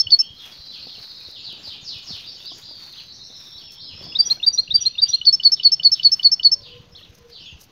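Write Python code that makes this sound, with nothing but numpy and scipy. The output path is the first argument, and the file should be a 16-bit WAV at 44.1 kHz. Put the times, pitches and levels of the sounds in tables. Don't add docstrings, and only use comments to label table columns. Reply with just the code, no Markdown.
import sys
import numpy as np
from scipy import signal
from scipy.fft import rfft, irfft
from scipy.io import wavfile
from scipy.ndimage import uniform_filter1d

SR = 44100
rng = np.random.default_rng(int(sys.argv[2]) if len(sys.argv) > 2 else 0)


def output_pcm(signal):
    pcm = np.clip(np.atleast_2d(signal).T, -1, 1) * 32767
    wavfile.write(sys.argv[1], SR, np.round(pcm).astype(np.int16))


def invert_db(level):
    return 10 ** (np.asarray(level, dtype=float) / 20)


N = 340011

# frequency in Hz, level in dB per Hz.
TOWN_COLOUR = [(59, -38), (110, -4), (400, -11), (1840, -20.5), (4050, -20), (6480, -24.5), (8420, -51),
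               (14300, -120)]
# peak in seconds, half length in seconds, level in dB.
SHAKES = [(0, 0.014, -65.5), (.48, 0.036, -66.5), (1.62, 0.28, -61), (2.11, 0.069, -58.5),
          (2.51, 0.9, -80.5), (4.04, 0.033, -56), (4.16, 0.24, -57.5), (4.31, 0.051, -59.5)]
TOWN_LEVEL_DB = -61.5
SWELL_DB = -15.5

# peak in seconds, half length in seconds, level in dB.
GUSTS = [(0, 0.015, -57.5), (.15, 0.064, -66), (.48, 0.11, -59.5), (.76, 0.19, -72), (1.03, 0.18, -64.5),
         (1.27, 0.13, -69), (1.68, 0.11, -68), (1.95, 0.035, -78.5), (2.17, 0.23, -65.5),
         (2.44, 0.055, -66), (2.595, .04, -59.5), (2.84, 0.14, -63.5), (3.0, 0.088, -68), (3.44, 0.19, -67),
         (3.61, 0.036, -70.5), (4.26, 0.06, -65), (4.322, 0.035, -53), (4.47, 0.06, -66), (4.04, .05, -68),
         (4.8, 0.08, -73.5), (5.09, 0.048, -66), (5.48, 0.13, -68.5), (5.97, 0.16, -69.5), (6.18, .12, -66),
         (6.45, 0.37, -81.5), (7.12, 0.14, -82), (7, .03, -68), (7.302, .012, -66)]
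# frequency in Hz, level in dB.
LEAF_COLOUR = [(300, -9), (1000, 2), (3000, 3.5), (6200, 3), (7500, -18), (10000, -12), (14800, -6.5),
               (15700, -8)]
# peak in seconds, # half length in
# seconds, level in dB.
SNAPS = [(0, .002, -48), (.23, .003, -64), (.244, .003, -65), (.462, .005, -62), (1.204, .003, -61),
         (1.314, .003, -58), (1.527, .003, -58), (1.679, .003, -60), (1.985, .003, -62), (2.21, .003, -61),
         (2.457, .004, -60), (2.585, .006, -58), (2.927, .004, -59), (3.722, .003, -55), (4.304, .004, -52),
         (4.441, .004, -60), (4.552, .004, -59), (4.826, .004, -63), (3.735, .025, -61), (7.152, .01, -65),
         (7.185, .01, -65), (7.614, .016, -56), (7.64, .016, -61)]
# frequency in Hz, level in dB.
TWIG_COLOUR = [(2500, -22), (4500, -3), (6200, 3), (7500, -15), (10000, -10), (14800, -6), (15700, -8)]

# peak in seconds, half length in seconds, level in dB.
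WIND_PUFFS = [(.07, 0.11, -52), (2.1, 0.063, -55), (4.02, 0.16, -54.5), (4.3, 0.18, -58.5),
              (4.74, 0.1, -49), (6.76, 0.27, -52.5), (7.54, .1, -55)]
# frequency in Hz, level in dB per Hz.
WIND_COLOUR = [(20, -32), (33, -10.5), (53, 4), (76, 8.5), (147, 0.5), (377, -17.5), (500, -11.5),
               (700, -38.5)]
CALM_DB = -60
# start in seconds, peak in dB.
THUDS = [(0.048, -34.5), (0.288, -41.5), (0.581, -41), (1.671, -42.5), (1.945, -40), (2.12, -37),
         (5.081, -41), (6.503, -41.5), (6.738, -40), (7.083, -40), (7.532, -36.5)]
THUD_HZ, THUD_S = 105, .032

# start in seconds, level in dB,
# delay of the middle notes in seconds, delay of the last notes in seconds.
RISING_AT = [(4.155, 0.6, 0.0022, 0.00059), (4.432, 0.8, 0.00086, 0.00024), (4.709, 0.7, 0.00085, 0),
             (4.9848, 0.6, 0.0023, 0)]
SHORTER_AT = [(-.1312, 0.12, 0.044, 0.0011), (0.069, -0.071, 0, -0.00031),
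              (5.2134, -0.037, 0.0031, -0.0082), (5.3984, 0.12, 0, -0.00057), (5.5974, 0.1, 0, 0.00022),
              (5.797, 0.027, 0, -0.00045), (5.996, 0.021, 0, 0.00075), (6.195, 0.061, 0.00064, 0.00078),
              (6.396, 0.047, 0, -0.00041)]
MIDDLE_S, LAST_S = .02, .1
# time from the phrase start in seconds, pitch in Hz, level in dB.
RISING_NOTES = [
    [(-.006, 3400, -55), (-.0015, 3500, -22), (.006, 3800, -13.5), (.0085, 3850, -20), (.015, 3800, -21),
     (.024, 3780, -40)],
    [(.0285, 4580, -50), (.036, 4685, -10.5), (.04, 4710, -10), (.0505, 4665, -4), (.0553, 4690, -7.5),
     (.059, 4760, -30), (.0617, 4720, -16), (.0655, 4660, -22), (.082, 4645, -36)],
    [(.092, 5805, -60), (.098, 5875, -30.5), (.108, 5840, -19), (.1115, 5720, -24), (.1154, 5775, -16.5),
     (.1239, 5695, -47)],
    [(.1435, 3500, -46), (.1462, 3900, -18), (.1478, 4050, -36), (.15, 4150, -15), (.158, 4170, -8.7),
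     (.1674, 4245, -11), (.1724, 4365, -18), (.1769, 4450, -53)],
]
SHORTER_NOTES = [
    [(.036, 4500, -40), (.043, 4500, -24), (.0495, 4650, -19), (.0548, 4530, -5), (.0634, 4400, -2.5),
     (.0729, 4355, -3.5), (.0779, 4395, -3.8), (.0829, 4355, -18), (.0899, 4380, -32)],
    [(.1185, 5250, -50), (.121, 5230, -20), (.1242, 5310, -7.5), (.127, 5460, -13.5), (.135, 5320, -6.8),
     (.1429, 5330, -11.5), (.1464, 5285, -12), (.1524, 5285, -30), (.1559, 5300, -47)],
]
# peak from the phrase start in seconds,
# length in seconds, pitch in Hz, glide in Hz, level in dB.
RISING_PIPS = [
    (-.0295, 0.011, 2775, 367, -30.5),
    (-.009, 0.0049, 2755, 148.4, -34),
    (0.013, .013, 4190, 450, -24.5),
]
SHORTER_PIPS = [(.003, .0095, 2960, 300, -16.5), (.012, .026, 2960, 0, -31), (.0405, .006, 3900, 300, -31),
                (.0362, .009, 3530, 500, -24), (.0385, .01, 5080, 300, -24), (.046, .017, 5900, 200, -34),
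                (.0325, .007, 4900, 600, -35), (.038, .007, 4450, 400, -19), (.044, .009, 5150, -200, -33),
                (.124, .011, 6160, 300, -25.5), (.133, .016, 6350, 20, -38), (.1424, .016, 6280, -200, -23)]
PIP_PEAK_SHARE, PIP_EDGE_DB = .38, -27
# note in Hz, level in dB.
OCTAVE = [(4200, -63), (4400, -65), (4560, -53), (4700, -46), (5300, -46)]
TWELFTH_DB = -58
# frequency in Hz, level in dB.
YARD_COLOUR = [(2900, 4), (3800, 2.5), (4200, 0.5), (4400, 1.5), (4700, 4.5), (5300, -3), (5800, 12.5),
               (6300, -3)]

# frequency in Hz, level in dB.
FAR_COLOUR = [(2300, -7), (3500, 3.5), (4500, 8), (5550, 1), (5850, -10), (7300, -7)]
FAR_T60_S, FAR_DIRECT_DB = 0.57, -10
# start in seconds, length in seconds, first Hz, last Hz, level in dB.
HELD = [(0, 0.051, 3400, 3240, -46.5), (2.258, .04, 4780, 4520, -43), (2.875, .22, 6200, 6120, -50.5),
        (1.852, .03, 5550, 5150, -39), (2.058, .03, 5600, 5200, -40), (1.378, .03, 7200, 6800, -53),
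        (1.575, .05, 7250, 7150, -54), (2.015, .04, 7250, 7100, -53), (1.72, .05, 2520, 2430, -48),
        (1.94, .05, 2620, 2500, -46), (2.15, .06, 2520, 2430, -46), (2.615, .15, 3550, 3400, -56),
        (2.355, .07, 3250, 2700, -46.5), (2.666, 0.099, 5090, 4414, -47.5),
        (2.758, 0.17, 4820, 4100, -50.5), (2.655, 0.23, 4000, 3600, -54.5),
        (3.354, 0.31, 5600, 5360, -49.5), (3.58, 0.19, 5480, 5284, -45), (3.581, 0.15, 3460, 3310, -51.5),
        (3.81, .08, 5200, 5130, -43), (3.822, 0.045, 4500, 4000, -44.5), (3.93, .08, 5320, 5270, -43),
        (4.04, .08, 5250, 5130, -43), (4.155, .08, 5300, 5220, -44), (3.97, .17, 3430, 3380, -48.5),
        (4.19, .08, 3500, 3300, -47)]
# start in seconds, length in seconds, first Hz, last Hz, level in dB.
RISES = [(0.198, 0.054, 2800, 3320, -40.5), (2.256, 0.065, 4630, 5600, -44),
         (2.229, 0.026, 3220, 4060, -42), (2.298, 0.089, 5505, 7000, -51), (2.376, 0.063, 3200, 3890, -48),
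         (2.44, 0.047, 4340, 5170, -41), (2.488, 0.08, 5080, 7220, -43), (2.61, 0.055, 3250, 5150, -45),
         (2.777, 0.022, 5100, 7400, -49), (2.957, 0.029, 2870, 4630, -40.5),
         (3.577, 0.012, 3840, 5000, -51), (3.738, 0.075, 2990, 3860, -46), (3.79, 0.04, 3800, 5200, -45),
         (4.02, .03, 4400, 5000, -43), (6.911, 0.03, 5290, 6030, -55), (7.389, 0.016, 4300, 5890, -49)]
# start in seconds, length in seconds, top in Hz, level in dB.
FALLS = [(0.379, 0.067, 3995, -46.5), (0.711, .066, 3710, -41), (1.341, 0.064, 4030, -42),
         (1.424, .12, 5230, -39.5), (1.621, .13, 5644, -39), (3.868, 0.07, 3674, -42.5),
         (4.746, 0.08, 3796, -43), (5.551, .06, 4170, -42), (5.902, .1, 4910, -42),
         (6.61, 0.074, 5116, -45.5), (6.651, 0.043, 3617, -44), (7.314, 0.09, 5020, -45),
         (7.295, .02, 6500, -52), (7.388, 0.077, 3267, -42)]
# start in seconds, top in Hz, level in dB.
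RASPS = [
    (1.373, 7430, -51),
    (1.578, 7560, -53),
    (1.801, 7430, -37.5),
    (2.018, 7330, -38.5),
]
RASP_S, LOW_HZ = 0.17, 2426
FALL_BEND, RASP_BEND, RISE_BEND, CHIRP_BEND = .58, 0.64, 0.57, 0.46
# length in seconds, first Hz, last Hz, level in dB.
LOW_STROKE = (.045, 3750, 4500, -45)
HIGH_STROKE = (0.04, 5100, 6200, -39.5)
SEESAW_S, SEESAW_GAP_S, HIGH_LATE_S, SINK_HZ_PER_S = 3.07, .11, .05, 1300
# time in seconds, level in dB.
TRILL_LEVEL = [(0.5, -50), (0.68, -43), (1.188, -44.5), (1.401, -44.5)]
# delay in seconds, length in seconds,
# first Hz, middle Hz, last Hz, level in dB.
TRILL_STROKES = [
    (0, .03, 6100, 4520, 3950, 0),
    (.026, .028, 4950, 4280, 3880, -2),
]
TRILL_PER_S, TRILL_SINK_HZ_PER_S = 14.1, 290
# time in seconds, level in dB.
CHORUS_LEVEL = [(0, -88.5), (.4, -51), (1.3, -56.5), (2.6, -50.5), (4.1, -54), (5.1, -47), (6.3, -63),
                (6.85, -87.5), (7.71, -100)]
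CHORUS_PER_S, CHORUS_LOW_HZ, CHORUS_HIGH_HZ, CHORUS_GLIDE_HZ = 30, 3200, 5300, 1400

# start in seconds, length in seconds, first Hz, last Hz, level in dB.
SPARROW = [(3.578, .012, 3950, 4800, -43), (.59, .08, 3430, 2700, -65), (1.356, 0.021, 3290, 2730, -45.5),
           (4.771, 0.024, 3900, 2735, -43), (4.813, 0.029, 3680, 2903, -43),
           (4.847, 0.032, 3614, 2855, -47.5), (7.325, .015, 5000, 4100, -54), (0.235, .33, 3216, 3393, -48),
           (0.19, 0.064, 2400, 3220, -50), (.362, 0.026, 4000, 4400, -52), (.395, .08, 3880, 2324, -47),
           (0.88, 0.02, 3800, 3110, -45.5), (0.923, 0.016, 3110, 3640, -46),
           (0.948, 0.018, 3385, 2560, -42), (1.205, 0.017, 2480, 2380, -46.5),
           (2.45, .016, 3340, 4330, -45), (2.467, .062, 4380, 2758, -41), (2.922, 0.023, 4540, 3150, -45),
           (2.93, 0.042, 2200, 3600, -51), (2.978, 0.033, 3650, 2320, -41.5),
           (3.605, 0.027, 3500, 2690, -47), (3.67, .03, 3000, 2360, -49), (5.03, .055, 2000, 2577, -58),
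           (5.043, 0.045, 2628, 3970, -46), (5.06, .042, 2670, 4185, -41), (5.102, .058, 3880, 2584, -41.5),
           (5.14, .03, 3680, 2910, -49), (6.603, .014, 2420, 4900, -55.5), (6.643, .02, 2370, 3060, -56),
           (6.715, 0.0292, 3040, 2936, -42.5), (6.73, 0.027, 3010, 2290, -55),
           (6.922, 0.027, 5100, 5400, -54), (6.948, 0.021, 3105, 4660, -44.5),
           (6.975, 0.028, 3560, 2560, -46), (7.024, 0.018, 3050, 4140, -46.5),
           (7.048, 0.0177, 3320, 2360, -49), (7.41, 0.041, 4695, 6450, -52), (7.45, .035, 6500, 6700, -50),
           (7.505, .045, 6700, 5800, -52), (7.452, 0.07, 3657, 2600, -41.5)]
# start in seconds, peak in dB, ring in Hz.
KNOCKS = [(0.867, -36, 495), (0.979, -40, 453), (1.282, -37, 340), (1.527, -39, 366), (1.672, -38, 583),
          (2.102, -38, 486), (2.516, -36, 700), (2.709, -40, 610), (3.299, -42, 480), (4.009, -32.5, 367),
          (4.064, -37.5, 687), (4.372, -43, 1530), (5.822, -48, 1630), (6.647, -55, 500),
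          (7.012, -44.5, 1250)]
# frequency in Hz, level in dB.
MOTOR_COLOUR = [(120, -11.5), (155, 1.5), (190, -18)]
# time in seconds, level in dB.
MOTOR_LEVEL = [(4.6, -73), (5.199, -59.5), (7.7, -66)]
# time in seconds, pitch in Hz, level in dB.
DOVE = [
    [(6.5, 560, -72), (6.58, 570, -61), (6.67, 575, -61), (6.7, 570, -75)],
    [(6.61, 495, -68), (6.65, 490, -56), (6.76, 488, -51), (6.8, 480, -62), (6.99, 480, -66)],
    [(7.09, 485, -66), (7.115, 482, -57), (7.16, 480, -70), (7.23, 475, -54), (7.33, 470, -55),
     (7.36, 455, -72)],
    [(6.4, 970, -68), (6.52, 1020, -69), (6.62, 1025, -63), (6.75, 1040, -67), (6.87, 1030, -70)],
    [(7.15, 1030, -72), (7.18, 1025, -62), (7.22, 1015, -66), (7.27, 1010, -72)],
]


def read(points, at):
    x, value = np.transpose(points)
    return np.interp(np.log(at + 1), np.log(x + 1), value)


def evened(x):
    return x / np.sqrt(np.mean(x ** 2) + 1e-20)


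def add(mix, s, sound):
    at = round(s * SR)
    sound = sound[max(-at, 0):]
    part = mix[max(at, 0):][:len(sound)]
    part += sound[:len(part)]


def level(curve):
    s, db = np.transpose(curve)
    return invert_db(np.interp(np.arange(N) / SR, s, db))


def swells(rows):
    t = np.arange(N) / SR
    return sum(invert_db(db + SWELL_DB * np.minimum(abs(t - s) / half_s, 4) ** 1.1) for s, half_s, db in rows)


def noise(colour, size, patchy_db, flicker_db):
    frames, hz = 4 * N // size + 5, np.fft.rfftfreq(size, 1 / SR)
    real, imag, patches = rng.standard_normal((frames, len(hz), 3)).T
    patches = uniform_filter1d(patches, size=10, axis=0)
    patches = evened(uniform_filter1d(patches, size=8, axis=1))
    flicker = evened(uniform_filter1d(rng.standard_normal(frames), size=3))
    outside = (hz < colour[0][0]) | (hz > colour[-1][0])
    band_db = (read(colour, hz) - 60 * outside)[:, None]
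    z = (real + 1j * imag) * invert_db(band_db + patchy_db * patches + flicker_db * flicker)
    return evened(signal.istft(z, nperseg=size, noverlap=3 * size // 4)[1][:N])


def echoes(x, t60_s, start_s, rise_s):
    t = np.arange(SR // 2) / SR
    taps = rng.standard_normal(len(t)) * (rng.random(len(t)) < .15)
    taps *= invert_db(-60 * t / t60_s) * np.clip((t - start_s) / rise_s, 0, 1)
    return signal.fftconvolve(x, taps / np.linalg.norm(taps))


def whistle(s, hz, db):
    t = np.arange(s[0], s[-1], 1 / SR)
    turns = np.cumsum(np.interp(t, s, hz)) / SR + rng.random()
    swing = np.interp(t, s, invert_db(.7 * np.asarray(db))) ** (1 / .7)
    swing = uniform_filter1d(swing, size=31)
    fade = np.clip(np.minimum(t - s[0], s[-1] - t) / .001, 0, 1) ** 2
    return swing * fade * np.sin(2 * np.pi * turns)


def glide(length_s, first_hz, middle_hz, last_hz, db, burr=0.):
    u = np.linspace(0, 1, max(round(length_s * SR), 50))
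    hz = first_hz * (1 - u) * (1 - 2 * u) + 4 * middle_hz * u * (1 - u) + last_hz * u * (2 * u - 1)
    shake = evened(uniform_filter1d(rng.standard_normal(len(u) + 400), size=70))[:len(u)]
    hz = hz + burr * shake * np.clip(np.ptp(hz), 500, 3000)
    gain = invert_db(db + read(FAR_COLOUR, hz)) * signal.windows.tukey(len(u), .35)
    return np.sqrt(2) * gain * np.sin(2 * np.pi * (np.cumsum(hz) / SR + rng.random()))


def bent(length_s, first_hz, last_hz, db, bend, burr=0.):
    return glide(length_s, first_hz, first_hz + bend * (last_hz - first_hz), last_hz, db, burr)


def town():
    gain = swells(SHAKES) + invert_db(TOWN_LEVEL_DB)
    return gain * invert_db(4.5) * noise(TOWN_COLOUR, size=1024, patchy_db=2.0, flicker_db=1.5)


def leaves():
    gain = swells(GUSTS) + invert_db(-79.0)
    return gain * invert_db(12.0) * noise(LEAF_COLOUR, size=256, patchy_db=-1.5, flicker_db=2.2)


def twigs():
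    return swells(SNAPS) * invert_db(11.0) * noise(TWIG_COLOUR, size=256, patchy_db=1.5, flicker_db=1.5)


def wind():
    gain = swells(WIND_PUFFS) + invert_db(CALM_DB)
    return gain * noise(WIND_COLOUR, size=1024, patchy_db=0.5, flicker_db=5.0)


def pip(s, length_s, hz, glide_hz, db):
    share = np.array([-PIP_PEAK_SHARE, 0, 1 - PIP_PEAK_SHARE])
    return np.transpose([s + share * length_s, hz + share * glide_hz, db + PIP_EDGE_DB * (share != 0)])


def finch_note(s, hz, db):
    sound = whistle(s, hz, db)
    sound = sound + whistle(s, 2 * hz, db + read(OCTAVE, hz))
    return sound + whistle(s, 3 * hz, db + TWELFTH_DB - 40 * (hz > 5000))


def yard(x):
    t = np.arange(SR) / SR
    taps = rng.standard_normal(SR) * (rng.random(SR) < .05) * np.clip((t - .006) / .008, 0, 1)
    taps *= invert_db(-40.0 - 60 * t / 0.17) + invert_db(-43.5 - 60 * t / 0.38)
    wall_gain = invert_db(read(YARD_COLOUR, np.arange(SR // 2 + 1)))
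    taps = irfft(rfft(taps) * wall_gain, SR) * (t < .8)
    return signal.fftconvolve(x, taps)[SR:N + SR]


def finch():
    out = np.zeros(N + SR)
    phrases = ((RISING_NOTES, RISING_PIPS, RISING_AT), (SHORTER_NOTES, SHORTER_PIPS, SHORTER_AT))
    for notes, pips, rows in phrases:
        for note in notes + [pip(*row) for row in pips]:
            s, hz, db = np.transpose(note)
            sound = finch_note(s, hz, db)
            for start_s, gain_db, middle_late_s, last_late_s in rows:
                late_s = 0
                if s[0] > MIDDLE_S:
                    late_s = last_late_s if s[0] > LAST_S else middle_late_s
                add(out, 1 + start_s + s[0] + late_s, invert_db(gain_db) * sound)
    return out[SR:] + yard(out)


def seesaw():
    calls = []
    for beat in range(5):
        since_s = beat * SEESAW_GAP_S
        sink_hz = SINK_HZ_PER_S * since_s
        length_s, first_hz, last_hz, db = LOW_STROKE
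        bend = .8 if beat == 4 else RISE_BEND
        sound = bent(length_s, first_hz - sink_hz, last_hz - sink_hz, db, bend, burr=0.1)
        calls.append((SEESAW_S + since_s, sound))
        if beat < 3:
            length_s, first_hz, last_hz, db = HIGH_STROKE
            sound = bent(length_s, first_hz - sink_hz, last_hz - sink_hz, db, .8, burr=0.1)
            calls.append((SEESAW_S + since_s + HIGH_LATE_S, sound))
    return calls


def far_calls():
    calls = [(s, bent(*note, 0.73, burr=0.17)) for s, *note in HELD]
    calls += [(s, bent(*note, RISE_BEND, burr=0.071)) for s, *note in RISES]
    calls += [(s, bent(length_s, hz, LOW_HZ, db, FALL_BEND, burr=0.069)) for s, length_s, hz, db in FALLS]
    calls += [(s, bent(RASP_S, hz, LOW_HZ, db, RASP_BEND, burr=0.041)) for s, hz, db in RASPS]
    return calls + seesaw()


def trill():
    s, db = np.transpose(TRILL_LEVEL)
    calls = []
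    for at in np.arange(s[0] + .008, s[-1] - .03, 1 / TRILL_PER_S):
        beat_db = np.interp(at + .04, s, db)
        for late_s, length_s, *hz, step_db in TRILL_STROKES:
            sunk_hz = np.subtract(hz, TRILL_SINK_HZ_PER_S * (at - s[0]))
            calls.append((at + late_s, glide(length_s, *sunk_hz, beat_db + step_db, burr=.08)))
    return calls


def far_birds():
    out = np.zeros(N)
    for s, sound in far_calls() + trill():
        add(out, s, invert_db(FAR_DIRECT_DB) * sound)
        add(out, s, echoes(sound, FAR_T60_S, .001, .006))
    return out


def chorus():
    out = np.zeros(N)
    for at, pitch, slope, size in rng.random((round(CHORUS_PER_S * N / SR), 4)):
        hz = CHORUS_LOW_HZ + pitch * (CHORUS_HIGH_HZ - CHORUS_LOW_HZ)
        half_hz = CHORUS_GLIDE_HZ * (slope - .5)
        stroke = glide(.02 + .05 * size, hz + half_hz, hz, hz - half_hz, -8 * size, burr=.03)
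        add(out, at * N / SR, stroke)
    blurred = echoes(out, .5, .001, .006)[:N]
    return level(CHORUS_LEVEL) * evened(blurred + invert_db(FAR_DIRECT_DB) * out)


def thuds():
    out, t = np.zeros(N), np.arange(0, THUD_S, 1 / SR)
    bump = np.sin(np.pi * (t / THUD_S) ** 1.5) ** 2
    for s, db in THUDS:
        tune, turn = rng.random(2)
        hz = THUD_HZ * (0.64 + .5 * tune)
        add(out, s, invert_db(db) * bump * np.sin(2 * np.pi * (hz * t + turn)))
    return out


def sparrow():
    out = np.zeros(N)
    for s, *note in SPARROW:
        add(out, s, bent(*note, CHIRP_BEND, burr=.045))
    return invert_db(-2.2) * out + invert_db(-4) * echoes(out, .25, .003, .008)[:N]


def knocks():
    out, t = np.zeros(N), np.arange(2000) / SR
    for s, db, hz in KNOCKS:
        ring = np.sin(2 * np.pi * hz * t)
        ring += 0.77 * np.sin(2 * np.pi * 1.5 * hz * t)
        ring += np.sin(2 * np.pi * .45 * hz * t)
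        add(out, s, invert_db(db - 60 * t / 0.031) * ring * np.minimum(t / 0.0031, 1))
    return out


def motor():
    return level(MOTOR_LEVEL) * noise(MOTOR_COLOUR, size=4096, patchy_db=4.0, flicker_db=2.0)


def dove():
    out = np.zeros(N)
    for rows in DOVE:
        s, hz, db = np.transpose(rows)
        add(out, s[0], whistle(s, hz, db))
    waver = evened(uniform_filter1d(rng.standard_normal(N), size=900))
    out = out * (1 + .45 * waver)
    return invert_db(1.5) * out + invert_db(-5) * echoes(out, .15, .003, .01)[:N]


def scene():
    air = town() + leaves() + twigs() + wind() + thuds() + motor()
    birds = finch() + far_birds() + chorus() + sparrow() + dove()
    return (air + birds + knocks())[None]


def low_pass(x):
    return signal.sosfilt(signal.butter(12, 15600, fs=SR, output="sos"), x)


def record(dry):
    mix = dry - .0006
    return low_pass(mix)


dry = scene()
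out = record(dry)
output_pcm(out)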